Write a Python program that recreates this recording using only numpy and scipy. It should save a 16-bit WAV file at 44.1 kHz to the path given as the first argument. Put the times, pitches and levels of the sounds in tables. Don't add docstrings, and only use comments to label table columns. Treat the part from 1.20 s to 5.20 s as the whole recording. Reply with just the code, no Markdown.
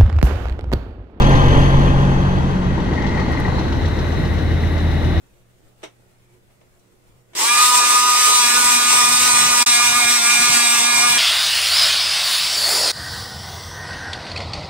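import sys
import numpy as np
from scipy import signal
from scipy.fft import rfft, irfft, next_fast_len
from scipy.io import wavfile
from scipy.ndimage import map_coordinates

SR = 44100
rng = np.random.default_rng(int(sys.argv[2]) if len(sys.argv) > 2 else 0)


def bounce(signal):
    frames = np.transpose(np.atleast_2d(signal))
    limited = np.clip(frames, -1, 1)
    pcm = np.round(limited * 32767).astype(np.int16)
    wavfile.write(sys.argv[1], SR, pcm)


N = 176400


def amp(db):
    return 10 ** (np.asarray(db) / 20)


def along(points, hz):
    freqs, values = np.transpose(points)
    return np.interp(np.log(hz + 1), np.log(freqs + 1), values)


def curves(rows):
    times, *columns = np.transpose(rows)
    return [np.interp(np.arange(N) / SR, times, column) for column in columns]


def wobble(rate):
    return map_coordinates(rng.standard_normal(1000), [np.arange(N) * rate / SR], mode="mirror")


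def filtered(x, response):
    size = next_fast_len(N + SR // 4)
    return irfft(rfft(x, size) * response(np.fft.rfftfreq(size, 1 / SR)), size)[..., :N]


# (frequency [Hz], left lead [rad])
TRUCK_PHASE = [(330, 0), (750, -1.6), (950, -1.6), (1600, -3.1), (2000, -4.2), (2550, -6.3), (3700, -9.4),
               (4500, -12.3), (5700, -15.7), (8000, -21), (11000, -25.1)]
def from_truck(hz):
    return along(TRUCK_PHASE, hz)


# (frequency [Hz], left lead [rad])
NEARBY_PHASE = [(80, 1.5), (420, -0.68), (740, -1.7), (900, -1), (1300, -1.5), (2000, -0.54), (3500, -1.6),
                (4200, 0), (6500, -3), (11000, -13)]
def from_nearby(hz):
    return along(NEARBY_PHASE, hz)


# (frequency [Hz], left minus right [dB])
BALANCE = [(80, -0.5), (300, 1.8), (600, 5), (790, 3), (950, 0.5), (1500, 4.5), (2100, 5), (3300, 3.5),
           (4600, 0.5), (6300, -6.5), (8000, -1.5), (11000, 0)]
def stereo(hz, phase, lean):
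    left = amp(lean * along(BALANCE, hz) / 2) * np.exp(.5j * phase(hz))
    return np.array([left, 1 / left]) / np.sqrt((abs(left) ** 2 + abs(left) ** -2) / 2)


def rush(spectrum, alike, phase, lean, ripple_db=0, spacing_hz=64.9):
    size = next_fast_len(N)
    hz = np.fft.rfftfreq(size, 1 / SR)
    ripple = map_coordinates(rng.standard_normal(1000), [hz / spacing_hz], mode="mirror")
    ripple *= np.minimum(hz / 1000, 1)
    gain = amp(along(spectrum, hz) + ripple_db * ripple) * np.sqrt(SR / 2)
    mid, side = rfft(rng.standard_normal((2, size))) * gain
    width = np.arccos(np.clip(along(alike, hz), 0, 1)) / 2
    mid, side = mid * np.cos(width), side * np.sin(width)
    return irfft(np.array([mid + side, mid - side]) * stereo(hz, phase, lean), size)[:, :N]


def exhaust(pitch, levels_db, flutter_db):
    angle = 2 * np.pi * np.cumsum(pitch) / SR
    tones = np.zeros(N)
    for k, db in enumerate(levels_db, 1):
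        gain = amp(db + k * flutter_db * wobble(22.03))
        tones += gain * np.sin(k * angle + rng.uniform(0, 2 * np.pi))
    return np.sqrt(2) * tones * amp([[.3], [-.3]])


# (time [s], pitch [Hz], level [dB])
DRONE = [(1.4, 79.87, -32), (2, 79.8, -28.5), (2.6, 80.1, -21.5), (2.9, 81, -24.5), (3.3, 81.6, -20),
         (3.6, 81.63, -17.5), (4, 82.26, -19)]
OVERTONES = [-12.5, -24.5, -28]
# (frequency [Hz], level [dB])
HISS_TONE = [(5000, -120), (8200, -93), (10300, -91.5), (13200, -94), (15400, -99)]
# (time [s], level [dB])
HISS_LEVEL = [(0, -28), (1.6, -15), (2.3, -6.5), (3, -1.5), (3.5, -0.5), (4, -1.5)]
def oncoming_machine():
    pitch, db = curves(DRONE)
    hiss_db, = curves(HISS_LEVEL)
    drone = exhaust(pitch, [db] + [db + over for over in OVERTONES], flutter_db=0.5)
    hiss_gain = amp(hiss_db + 0.64 * wobble(23))
    return drone + hiss_gain * rush(HISS_TONE, [(7000, .4), (11000, 0.11)], from_nearby, lean=1)


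IDLE_FIRING_HZ = 45.5
def firings(cylinder_db, place, rise_s, decay_s, scatter_db):
    k = np.arange(int(N / SR * IDLE_FIRING_HZ) - 1)
    starts = np.round((k + place) / IDLE_FIRING_HZ * SR).astype(int)
    strength = amp(np.resize(cylinder_db, len(k)) + scatter_db * rng.standard_normal(len(k)))
    t = np.arange(SR // 10) / SR
    pulse = np.exp(-t / decay_s) * (1 - np.exp(-(t / rise_s) ** 2))
    power = abs(signal.fftconvolve(np.bincount(starts, strength ** 2, N), pulse ** 2)[:N])
    return np.sqrt(power / power.mean())


# (frequency [Hz], level [dB])
IDLE_TONE = [(20, -76), (60, -44), (125, -44), (215, -52.5), (325, -52.5), (450, -59.5), (620, -58),
             (750, -61.5), (1000, -68), (1550, -67.5), (1950, -70), (2400, -73.5), (3300, -77),
             (3900, -73.5), (4600, -86), (5300, -84), (5800, -84.5), (7500, -97), (15000, -122)]
KNOCK = [(100, -120), (400, -71), (580, -64), (700, -71), (850, -57), (1100, -67.5), (1400, -71),
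         (4000, -120)]
RING = [(500, -140), (1400, -93), (1760, -76.5), (1880, -58.5), (2060, -62.5), (2200, -73.5), (2450, -78),
        (3000, -95), (6000, -150)]
TICK = [(1000, -125), (2600, -76), (3900, -75), (4650, -81.5), (5450, -80), (5700, -79.5), (7400, -94),
        (14000, -125)]
# (time [s], level [dB])
IDLE_LEVEL = [(0, -9), (1.5, -3.5), (2.5, -0.5), (3.1, 1), (4, 1.5)]
# (time [s], knock [dB], ring [dB], tick [dB])
CLATTER_LEVEL = [(0, -1, -5, 4.5), (1.2, -7, -11, -28), (1.68, -4, -5.5, -7), (1.84, -0.5, 3, -0.5),
                 (2.25, -0.5, 0, -6.5), (2.55, -4.5, -5.5, -2), (2.9, -12, -3, -5.5), (4, -6, -3, -8)]
# (knock [dB], ring [dB], tick [dB])
CYLINDERS = [(2.5, 5, 20.5), (1.5, -6.5, 15), (-23, 0.5, 9.5), (-0.5, 3, -2), (-2.5, 1.5, 14), (0, -6, 11)]
# (place between firings [0-1], rise [s], decay [s])
STROKES = [(0.61, 0.003, 0.0061), (0.06, 0.004, 0.04), (0.7, 0.005, 0.0099)]
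# (frequency [Hz], likeness [0-1])
IDLE_ALIKE = [(80, 1), (300, 0.93), (520, 0.45), (800, 1), (1400, 0.72), (2000, 0.78), (3000, 0.26),
              (4000, 0.5), (6300, 0.14), (9000, 0.41)]
def idling_diesel():
    level, = curves(IDLE_LEVEL)
    gain = amp(level + .6 * wobble(22))
    out = gain * rush(IDLE_TONE, IDLE_ALIKE, from_nearby, lean=0.88, ripple_db=1.4)
    parts = zip((KNOCK, RING, TICK), np.transpose(CYLINDERS), STROKES, curves(CLATTER_LEVEL))
    for tone, pattern, timing, db in parts:
        pulses = amp(db) * firings(pattern, *timing, scatter_db=1.2)
        out += pulses * rush(tone, IDLE_ALIKE, from_nearby, lean=1.35, ripple_db=1.6)
    return out


# (frequency [Hz], level [dB])
THUMP = [(45, -85), (75, -37.5), (110, -45), (185, -34.5), (400, -87), (900, -150)]
def diesel_thump(loudest_s=1.348, spread_s=.45, sharpness=2.4):
    t = np.arange(N) / SR - loudest_s
    beat = np.exp(sharpness * (np.cos(2 * np.pi * t * IDLE_FIRING_HZ / len(CYLINDERS)) - 1))
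    swell = np.exp(-.5 * (t / spread_s) ** 2)
    return beat * swell * rush(THUMP, TYRE_ALIKE, np.zeros_like, lean=1)


# (time [s], level [dB])
SNAPS = [(0.095, -35), (2.121, -36), (2.201, -31.5), (2.685, -41)]
# (frequency [Hz], gain [dB])
GRIT_TONE = [(4000, -33), (7400, -14), (8300, 0), (12200, -2), (14000, -19)]
def grit(fine_count=30, fine_db=-55, decay_s=0.003):
    fine = [(rng.uniform(0, N / SR), fine_db + 3 * rng.standard_normal()) for _ in range(fine_count)]
    out, t = np.zeros(N + SR), np.arange(SR // 20) / SR
    for start, db in SNAPS + fine:
        out[int(start * SR):][:len(t)] += amp(db) * np.exp(-t / decay_s) * rng.standard_normal(len(t))
    return filtered(out[:N], lambda hz: amp(along(GRIT_TONE, hz)))


# (time [s], low knock [dB], high ring [dB])
CLANKS = [(1.575, 7.5, -26), (1.733, 9.5, -6), (1.776, -1, 8), (1.841, 6, 10), (1.974, 9.5, 12),
          (2.016, 7, 4), (2.171, -1, 9), (2.247, 6, 8), (2.278, 15, -10), (2.379, 2, 7), (3.037, -16, 4),
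          (3.434, -16, 2)]
def clanks(rise_s=0.0021, decay_s=0.012):
    out = np.zeros((2, N))
    starts, knock_db, ring_db = np.transpose(CLANKS)
    for tone, levels in (KNOCK, knock_db), (RING, ring_db):
        hits = np.zeros(N)
        for start, db in zip(starts, levels):
            t = np.maximum(np.arange(N) / SR - start, 0)
            hits += amp(db) * np.exp(-t / decay_s) * (1 - np.exp(-t / rise_s))
        out += amp(4.0) * hits * rush(tone, IDLE_ALIKE, from_nearby, lean=2.2)
    return out


# (time [s], pitch [Hz], level [dB])
SIZZLE = [(1.6, 4480, -56), (2.0, 4300, -45.5), (2.7, 3950, -43.5), (3.25, 3815, -45.5), (4, 3792, -42.5)]
def sizzle(half_width_hz=370):
    pitch, db = curves(SIZZLE)
    a, b = filtered(rng.standard_normal((2, 2, N)), lambda hz: np.exp(-(hz / half_width_hz) ** 2))
    angle = 2 * np.pi * np.cumsum(pitch) / SR
    band = a * np.cos(angle) + b * np.sin(angle)
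    return amp(db + 2 * wobble(25)) * band / band.std()


# (time [s], rumble [dB], hiss [dB])
TYRE_LEVEL = [(0, -3.5, -8), (.8, -0.5, -2.5), (1.4, -5.5, -4), (1.75, -1, -3.5), (1.92, -2.5, -2.5),
              (2.4, -3.5, -3), (2.65, -8, -5), (2.9, -6, -4.5), (4, -13, -25)]
# (frequency [Hz], level [dB])
TYRE_RUMBLE = [(20, -66), (45, -49), (75, -36.5), (110, -51), (190, -44.5), (320, -47.5), (450, -54),
               (700, -71), (2500, -130)]
TYRE_HISS = [(300, -77), (590, -57.5), (700, -62.5), (950, -60.5), (1600, -65.5), (2900, -93),
             (4700, -88.5), (6000, -82.5), (7000, -88.5), (10000, -101), (15000, -126)]
# (frequency [Hz], likeness [0-1])
TYRE_ALIKE = [(80, 1), (300, 0.85), (500, 1), (900, 0.14), (2500, 0.13), (8000, 0.16)]
def trailer_tyres():
    rumble_db, hiss_db = curves(TYRE_LEVEL)
    rumble = amp(rumble_db + wobble(24.95)) * rush(TYRE_RUMBLE, TYRE_ALIKE, np.zeros_like, lean=0.71)
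    hiss_gain = amp(hiss_db + 1.1 * wobble(30))
    return rumble + hiss_gain * rush(TYRE_HISS, TYRE_ALIKE, from_nearby, lean=1.74, ripple_db=1.6)


# (time [s], firing rate [Hz])
TRUCK_FIRING = [(0, 46.16), (.3, 45.85), (1.1, 45.63), (4, 45.58)]
# (time [s], 1st [dB], 2nd [dB], 3rd [dB], 4th [dB])
EXHAUST_LEVELS = [(0, -14, -31.5, -16.5, -53), (.3, -18, -18, -15.5, -39), (.65, -17.5, -27, -16.5, -22.5),
                  (1.1, -26, -24.5, -21, -22.5), (1.5, -28, -33.5, -28.5, -26), (2, -31, -37, -31, -39),
                  (4, -27, -33, -34.5, -43)]
# (time [s], level [dB])
ENGINE_LEVEL = [(0, 1), (.4, -0.5), (.65, -3), (1, -7), (1.5, -13.5), (2.2, -13.5), (3, -25), (4, -43)]
# (frequency [Hz], level [dB])
ROAR = [(20, -31), (45, -59), (110, -37.5), (190, -44.5), (270, -41), (345, -49), (560, -47), (720, -53),
        (820, -44.5), (980, -49), (1300, -57.5), (1900, -56.5), (2350, -66), (3000, -63), (3600, -64.5),
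        (3950, -73.5), (4450, -70), (5350, -82.5), (6050, -75), (7500, -86.5), (10500, -87.5),
        (15000, -106)]
# (frequency [Hz], likeness [0-1])
ROAR_ALIKE = [(100, 0.49), (300, 1), (470, 0.26), (750, 1), (3000, 0.82), (6300, 0.15), (11000, 0.75)]
# (pitch [times the firing rate], level [dB])
WHINE = [(7.5, -30), (12, -34), (18.5, -33), (26.5, -38)]
def truck():
    pitch, = curves(TRUCK_FIRING)
    level, = curves(ENGINE_LEVEL)
    angle = 2 * np.pi * np.cumsum(pitch) / SR
    throb_db = .8 * np.sin(angle) + .8 * wobble(16)
    roar = amp(throb_db) * rush(ROAR, ROAR_ALIKE, from_truck, lean=0.67, ripple_db=2.94)
    whine = sum(amp(db + 1.1 * wobble(10)) * np.sin(k * angle + 0.82 * wobble(24.56)) for k, db in WHINE)
    whine = filtered(whine, lambda hz: stereo(hz, from_truck, lean=0.19))
    return amp(level) * (roar + whine) + exhaust(pitch, curves(EXHAUST_LEVELS), flutter_db=0.4)


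def scene():
    passing = truck() + trailer_tyres() + sizzle()
    return passing + idling_diesel() + diesel_thump() + clanks() + oncoming_machine() + grit()


def record(dry, ceiling=.96, top_hz=15700):
    soft = dry / (1 + abs(dry / ceiling) ** 8) ** (1 / 8)
    return filtered(soft, lambda hz: hz < top_hz)


dry = scene()
out = record(dry)
bounce(out)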